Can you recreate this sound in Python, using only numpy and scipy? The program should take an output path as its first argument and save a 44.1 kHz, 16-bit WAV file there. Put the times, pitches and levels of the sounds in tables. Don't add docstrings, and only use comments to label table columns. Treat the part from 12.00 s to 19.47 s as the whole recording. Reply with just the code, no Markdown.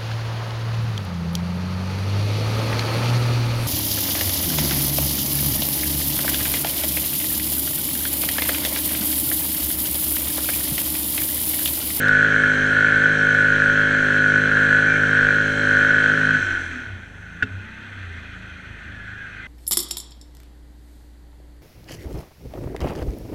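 import sys
import numpy as np
from scipy import signal
from scipy.fft import rfft, irfft, next_fast_len
from scipy.io import wavfile
from scipy.ndimage import uniform_filter1d, minimum_filter1d, map_coordinates

SR = 44100
rng = np.random.default_rng(int(sys.argv[2]) if len(sys.argv) > 2 else 0)


def dump(signal):
    limited = np.clip(np.atleast_2d(signal).T, -1, 1)
    pcm = np.round(limited * 32767).astype(np.int16)
    wavfile.write(sys.argv[1], SR, pcm)


N = 329427
SHUT_S, NOISE_FADE_S = 4.36, 0.7


def exhaust(turns, cycle_hz):
    # order, load_db, shut_db (before the pipe colours it)
    orders = [(1, -46, -46), (2, -35.5, -42.5), (3, -32, -39.5), (4, -41, -38.5), (5, -31.5, -49),
              (6, -44, -48), (7, -47.5, -42.5), (8, -40, -47), (9, -39.5, -46.5), (10, -42, -48.5),
              (11, -37, -48), (12, -51.5, -61), (13, -52, -61), (14, -57, -62), (15, -60.5, -65)]
    # frequency_hz, gain_db
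    pipe = [(25, -20), (45, -6.5), (65, -7.5), (95, 0.5), (125, -10.5), (200, -10.5), (400, -18.5),
            (800, -20)]
    catches = {3: [(4.95, 0.19, 12.5), (5.55, 0.15, 17), (6.04, 0.26, 14.5), (6.32, 0.14, 13),
               (6.54, .08, 9), (6.71, .08, 7), (6.88, .1, 12.5), (7.13, .1, 3), (7.45, .08, 4)],
               4: [(5.2, .2, 2), (6.28, 0.068, 2), (6.45, 0.068, 7.5), (6.71, .08, 9.5), (6.93, .12, 6.5),
               (7.13, 0.18, 8.5), (7.39, 0.071, 4)]}
    firing_gap, between_catches_db = 280 / 720, -8.5
    out, t = np.zeros(N), np.arange(N) / SR
    angle = 2 * np.pi * (turns - .12) + .02 * wobble(14)
    overrun_db = 5.5 * np.clip((4.84 - t) / 0.04, 0, 1)
    ease_db = -8.5 * np.clip(1 + (t - SHUT_S) / .2, 0, 1)
    pipe_hz, pipe_db = np.transpose(pipe)
    for k, load_db, shut_db in orders:
        idle_db = shut_db + np.interp(np.log(k * cycle_hz), np.log(pipe_hz), pipe_db) + 2.9 * wobble(10)
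        idle_db += overrun_db + (between_catches_db + swells(catches[k]) if k in catches else 0)
        shut = ramp(length_s=0.12 if k <= 5 else 0.15)
        db = (1 - shut) * (load_db + (k > 5) * ease_db + 1.1 * wobble(3.49)) + shut * idle_db
        twin_phase = np.angle(1 + .4 * np.exp(-2j * np.pi * k * firing_gap))
        lag = 1.1 * max(k - 6, 0) ** 2
        out += amp(db + 0.37 * wobble(18)) * np.cos(k * angle + twin_phase - lag)
    return np.sqrt(2) * out


def clatter(turns, level_db):
    # cycle_share, level_db
    blows = [(.15, -6), (.42, -10), (.51, -10), (.67, 0), (.89, -9)]
    # time_s, level_db
    hard_blows = [(0.361, -2.5), (0.4378, -5), (0.7291, -6), (0.7675, -6.5), (0.9786, -8.5), (1.3467, -4.5),
                  (1.3851, -7), (1.463, -11), (1.6196, -0.5), (1.6974, -4.5), (1.9284, -7.5), (2.2412, -6),
                  (2.3579, -4.5), (2.5714, -5.5), (2.7271, -4), (2.7655, -8.5), (3.0918, -4.5),
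                  (3.2284, -3), (3.2479, -5), (3.5946, -8.5), (3.7697, -2.5), (3.848, -2.5), (3.9817, -3),
                  (4.0396, -6), (4.0591, -3.5), (4.3085, -7.5)]
    crest_db = 9.5
    cycles = np.arange(int(turns[-1]) - 1)
    hard_s, hard_db = np.transpose(hard_blows)
    hits, gate = np.zeros(N + 1), np.full(N, .15)
    for share, db in blows:
        wander, scatter, force = rng.standard_normal((len(cycles), 3)).T
        late = amp(-db) * (.006 * uniform_filter1d(wander, size=9) + .0008 * scatter)
        at = np.interp(cycles + share + late, turns, np.arange(N))
        whole = at.astype(int)
        gap_s = np.abs(at[:, None] / SR - hard_s)
        hard_size = amp(hard_db[gap_s.argmin(axis=1)] - level_db[whole] - crest_db)
        size = np.where(gap_s.min(axis=1) < .002, hard_size, amp(db + 1.67 * force))
        hits += np.bincount(whole, size * (1 - at + whole), N + 1)
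        hits += np.bincount(whole + 1, size * (at - whole), N + 1)
        gate += amp(db) * np.exp(-((turns - share) % 1) / 0.75)
    hits = hits[:N] / np.sqrt(np.abs(uniform_filter1d(hits[:N] ** 2, SR // 5)) + 1e-12)
    chatter = unit(gate * amp(0.43 * wobble(40)) * rng.standard_normal(N))
    chatter_share = np.interp(level_db, [-36, -22], [.6, .2])
    drive = np.sqrt(1 - chatter_share) * hits + np.sqrt(chatter_share) * chatter
    return amp(level_db) * case_ring(drive, rise_s=0.00072)


def case_ring(drive, rise_s=1e-6):
    # frequency_hz, gain_db
    response = [(470, -43.5), (800, -25), (976, -40.5), (1150, -21.5), (1290, -21.5), (1350, -8.5),
                (1390, -15), (1435, 3), (1520, 4.5), (1620, -3), (1715, 1.5), (1800, -8), (2050, -20.5),
                (2170, -24.5), (2700, -30.5), (4000, -68)]
    return coloured(drive, response, rise_s)


def rush(turns, level_db):
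    # frequency_hz, relative_db
    spectrum = [(1350, -16), (2300, -1), (2440, -3), (2800, -10.5), (3190, -6), (3710, -15.5),
                (4140, -12.5), (4460, -18), (4820, -28), (5000, -27), (6500, -54.5), (11000, -120)]
    pulse_db = 0.31 * np.cos(2 * np.pi * (turns - .55))
    return amp(level_db + pulse_db + 0.24 * wobble(60)) * patchy(spectrum, patchy_db=0.5)


def sizzle(turns):
    # frequency_hz, relative_db
    spectrum = [(3500, -43.5), (4800, -22), (5200, -12), (5560, -4), (5800, -6), (6200, 0.5), (6650, -9),
                (7000, -9), (7450, -11), (7950, -8.5), (8400, -18), (8900, -14.5), (9600, -22),
                (11500, -31), (15200, -37)]
    load_db, shut_db = -47.5, -65.5
    db = load_db + (shut_db - load_db) * ramp(length_s=0.61) ** 1.56 + 0.4 * wobble(3.2)
    pulse_db = 0.94 * np.cos(2 * np.pi * (turns - .55))
    return amp(db + pulse_db + 0.28 * wobble(60)) * patchy(spectrum, patchy_db=1.5)


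def panels(turns):
    # centre_hz, width_hz, level_db
    modes = [(332, 22, -45), (2184, 80, -40.5), (2367, 39, -48.5), (3152, 150, -45), (4070, 78, -55.5)]
    sings = {1: [(2.6, 0.27, 2), (2.97, .12, 4.5)], 2: [(2.9, 0.27, 10.5), (3.3, .12, 7)],
             4: [(3.6, .45, 10.5), (4.3, .3, 3)]}
    driven_share, swing_db, shut_db = .85, 2, -10
    m = next_fast_len(N)
    out, hz, shut = np.zeros(N), np.fft.rfftfreq(m, 1 / SR), ramp(NOISE_FADE_S)
    kicks = unit(np.diff(np.floor(turns), prepend=0))
    for k, (centre_hz, width_hz, db) in enumerate(modes):
        shake = np.sqrt(driven_share) * kicks + np.sqrt(1 - driven_share) * rng.standard_normal(N)
        ring = irfft(rfft(shake, m) / (1 + (2 * (hz - centre_hz) / width_hz) ** 2), m)
        out += amp(db + swells(sings.get(k, [])) + swing_db * wobble(5.5)) * unit(ring[:N])
    return out * amp(shut_db * shut) * np.sqrt(1 - shut)


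def gear_knocks():
    # time_s, level_db, thump_relative_db
    contacts = [(5.424, -10.5, -32), (5.4252, -9.5, -29), (5.428, -10.5, -11.5), (5.433, -38, -26),
                (5.437, -24.5, -3), (5.466, -34.5, -12), (6.11, -43, -20), (6.14, -33, -9)]
    # pitch_hz, relative_db, t60_s
    modes = [(99, -0.5, 0.14), (198, -7.5, 0.14), (263.4, -4.5, 0.21), (419, -12, 0.15), (2660, 1, 0.031),
             (3630, -6, 0.027)]
    # frequency_hz, relative_db
    crack_spectrum = [(700, -38), (1200, -16), (2000, 2.5), (2700, -3), (3200, -7), (3650, -13),
                      (5500, -20.5), (9000, -32), (13000, -58)]
    t = np.arange(SR // 4) / SR
    taps, cracks, frame = np.zeros(N), np.zeros(N + SR), np.zeros(N + SR)
    thump = sum(amp(db - 60 * t / t60) * np.sin(2 * np.pi * hz * t) for hz, db, t60 in modes)
    thump *= 1 - np.exp(-t / .001)
    for time_s, db, thump_db in contacts:
        at = round(time_s * SR)
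        taps[at] = amp(db + 16.0)
        crack_envelope = amp(db - 14 - 60 * t / 0.04) * (1 - np.exp(-t / .002))
        cracks[at:][:len(t)] += crack_envelope * rng.standard_normal(len(t))
        frame[at:][:len(t)] += amp(db + thump_db) * thump
    return case_ring(taps) + coloured(cracks[:N], crack_spectrum) + frame[:N]


def gliding_tones():
    # start_s, loudest_s, end_s, from_hz, to_hz, glide_exponent, ends_db, loudest_db
    tones = [(6.45, 7.23, 7.46, 2100, 1560, 0.5, -58, -38), (5.55, 5.7, 6, 850, 960, 1.1, -63, -55),
             (4.0, 4.55, 4.68, 290, 250, 2.2, -46, -41.5), (4.68, 4.75, 4.86, 258, 232, 1.6, -42.5, -34),
             (6.05, 6.15, 6.22, 410, 390, 1.1, -62, -51), (5.2, 5.35, 6, 150, 250, 1.103, -52, -46),
             (7.39, 7.46, 7.5, 2040, 2050, 1.1, -44, -34.5)]
    out, t = np.zeros(N), np.arange(N) / SR
    for start, loudest, end, from_hz, to_hz, bend, ends_db, loudest_db in tones:
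        hz = from_hz + (to_hz - from_hz) * np.clip((t - start) / (end - start), 0, 1) ** bend
        db = np.interp(t, [start, loudest, end], [ends_db, loudest_db, ends_db]) + 2.2 * wobble(35)
        fade = np.clip(np.minimum(t - start, end - t) / 0.026, 0, 1)
        phase = 2 * np.pi * np.cumsum(hz * (1 + 0.0047 * wobble(40))) / SR
        out += fade * amp(db) * np.sin(phase)
    return out


def rolling(level_db):
    # frequency_hz, relative_db
    spectrum = [(530, -41), (900, -27), (1080, -22), (1150, -13), (1500, 2.5), (1590, 4.5), (1630, -3),
                (1810, -1.5), (2140, -4.5), (2270, -7.5), (2480, -5), (2860, -17.5), (3270, -13.5),
                (5000, -36.5), (6500, -66.5), (11000, -120)]
    return amp(level_db + 1.1 * wobble(45)) * patchy(spectrum, patchy_db=1.5)


def rumble():
    # frequency_hz, relative_db
    spectrum = [(5, 2.5), (16, -12.5), (33, -19), (65, -12.5), (95, -7), (125, -12), (196, -12), (340, -12),
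                (526, -16), (602, -15.5), (946, -20), (1200, -24.5), (1600, -66)]
    load_db, coast_db = -40, -50
    buffeting = amp(0.9 * wobble(12)) * rng.standard_normal(N)
    return amp(load_db + ramp(NOISE_FADE_S) * (coast_db - load_db)) * unit(coloured(buffeting, spectrum))


def grit():
    # time_s, level_db
    grains = [(.084, -21.5), (0.1292, -41.5)]
    out, t = np.zeros(N), np.arange(300) / SR
    ring = np.sin(2 * np.pi * 3750 * t) + 0.36 * np.sin(2 * np.pi * 4900 * t)
    for time_s, db in grains:
        scratch = np.diff(rng.standard_normal(len(t) + 1)) / 6
        out[round(time_s * SR):][:len(t)] += amp(db - 60 * t / 0.012) * (scratch + ring)
    return out


def amp(db):
    return 10 ** (np.asarray(db) / 20)


def unit(x):
    return x / np.sqrt(np.mean(x ** 2) + 1e-20)


def curve(rows):
    return np.interp(np.arange(N) / SR, *np.transpose(rows))


def ramp(length_s):
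    return np.clip((np.arange(N) / SR - SHUT_S) / length_s, 0, 1)


def swells(rows):
    return sum(db * np.exp(-(2 * (np.arange(N) / SR - s) / length) ** 2) for s, length, db in rows)


def wobble(rate):
    return map_coordinates(rng.standard_normal(int(N * rate / SR) + 4), [np.arange(N) * rate / SR])


def coloured(x, points, rise_s=1e-6, size=8192):
    hz, db = np.transpose(points)
    log_hz = np.log(np.fft.rfftfreq(size, 1 / SR) + 1)
    cepstrum = irfft(np.log(amp(np.interp(log_hz, np.log(hz), np.maximum(db, -100)))))
    cepstrum[1:size // 2] *= 2
    cepstrum[size // 2 + 1:] = 0
    onset = 1 - np.exp(-np.arange(1, size + 1) / SR / rise_s)
    pulse = irfft(np.exp(rfft(cepstrum))) * onset
    return signal.fftconvolve(x, pulse / np.linalg.norm(pulse))[:N]


def patchy(points, patchy_db):
    cells = signal.stft(rng.standard_normal(N), nperseg=512)[2]
    field = uniform_filter1d(rng.standard_normal(cells.shape), size=4, axis=0)
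    field = uniform_filter1d(field, size=10, axis=1)
    noise = signal.istft(cells * amp(patchy_db * unit(field)), nperseg=512)[1][:N]
    return unit(coloured(noise, points))


def scene():
    # time_s, cycle_hz
    climb = [(0.0, 50.57), (0.265, 52.28), (0.581, 51.3), (0.912, 52.43), (0.974, 51.73), (1.673, 51.31),
             (1.799, 52.13), (2.027, 51.37), (2.029, 50.98), (2.768, 51.7), (2.942, 52.69), (3.186, 51.02),
             (3.53, 52.43), (3.784, 50.72), (3.834, 51.95), (4.35, 51.93)]
    # time_s, cycle_hz
    coast = [(4.42, 50.4), (4.81, 38.8), (4.97, 29.5), (5.06, 25.8), (5.18, 23.1), (5.39, 29.8),
             (5.47, 31.5), (5.95, 33.0), (6.1, 28.7), (6.24, 26.7), (7.47, 25.7)]
    # time_s, level_db
    clatter_levels = [(0, -20), (.08, -16.5), (.6, -18), (1.02, -16.5), (1.2, -18.5), (1.6, -17),
                      (2.45, -18), (2.6, -15.5), (3, -19), (3.22, -15), (3.55, -22), (3.75, -15.5),
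                      (4.36, -18.5), (4.45, -26), (4.55, -23.5), (4.65, -35.5), (4.78, -34), (5.1, -50),
                      (5.4, -40.5), (6.03, -57), (6.87, -49.5), (7.18, -42), (7.47, -52)]
    # time_s, level_db
    roll_levels = [(0, -49.5), (4.3, -50), (4.45, -34.5), (4.65, -35.5), (5.14, -47), (5.4, -43.5),
                   (6.03, -39.5), (7.18, -42), (7.47, -39.5)]
    cycle_hz, clatter_db, roll_db = curve(climb + coast), curve(clatter_levels), curve(roll_levels)
    turns, shut = np.cumsum(cycle_hz) / SR, ramp(NOISE_FADE_S)
    swing_db = clatter_db - np.median(clatter_db[:round(SHUT_S * SR)])
    rush_db = (1 - shut) * (-34 + 0.47 * swing_db) + shut * (roll_db - 9.5)
    engine = exhaust(turns, cycle_hz) + clatter(turns, clatter_db) + rush(turns, rush_db)
    engine += sizzle(turns) + panels(turns)
    return (engine + rolling(roll_db) + rumble() + gear_knocks() + gliding_tones() + grit())[None]


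def record(dry):
    # frequency_hz, relative_db
    hiss_spectrum = [(900, -37.5), (3000, -4), (9000, 8), (15300, -4.5)]
    notch_hz, ceiling, top_hz = 2270, .75, 15200
    m = next_fast_len(N + SR // 2)
    hz = np.fft.rfftfreq(m, 1 / SR)
    notch = 1 - 0.78 / (1 + ((hz - notch_hz) / 55) ** 4)
    hiss = amp(-73.5) * coloured(rng.standard_normal(N), hiss_spectrum)
    sound = irfft(rfft(dry, m) * notch, m)[..., :N] + hiss
    needed_gain = np.minimum(1, ceiling / (np.abs(sound) + 1e-9))
    gain = uniform_filter1d(minimum_filter1d(needed_gain, size=301), size=151)
    return irfft(rfft(sound * gain, m) * (hz < top_hz), m)[..., :N]


dry = scene()
out = record(dry)
dump(out)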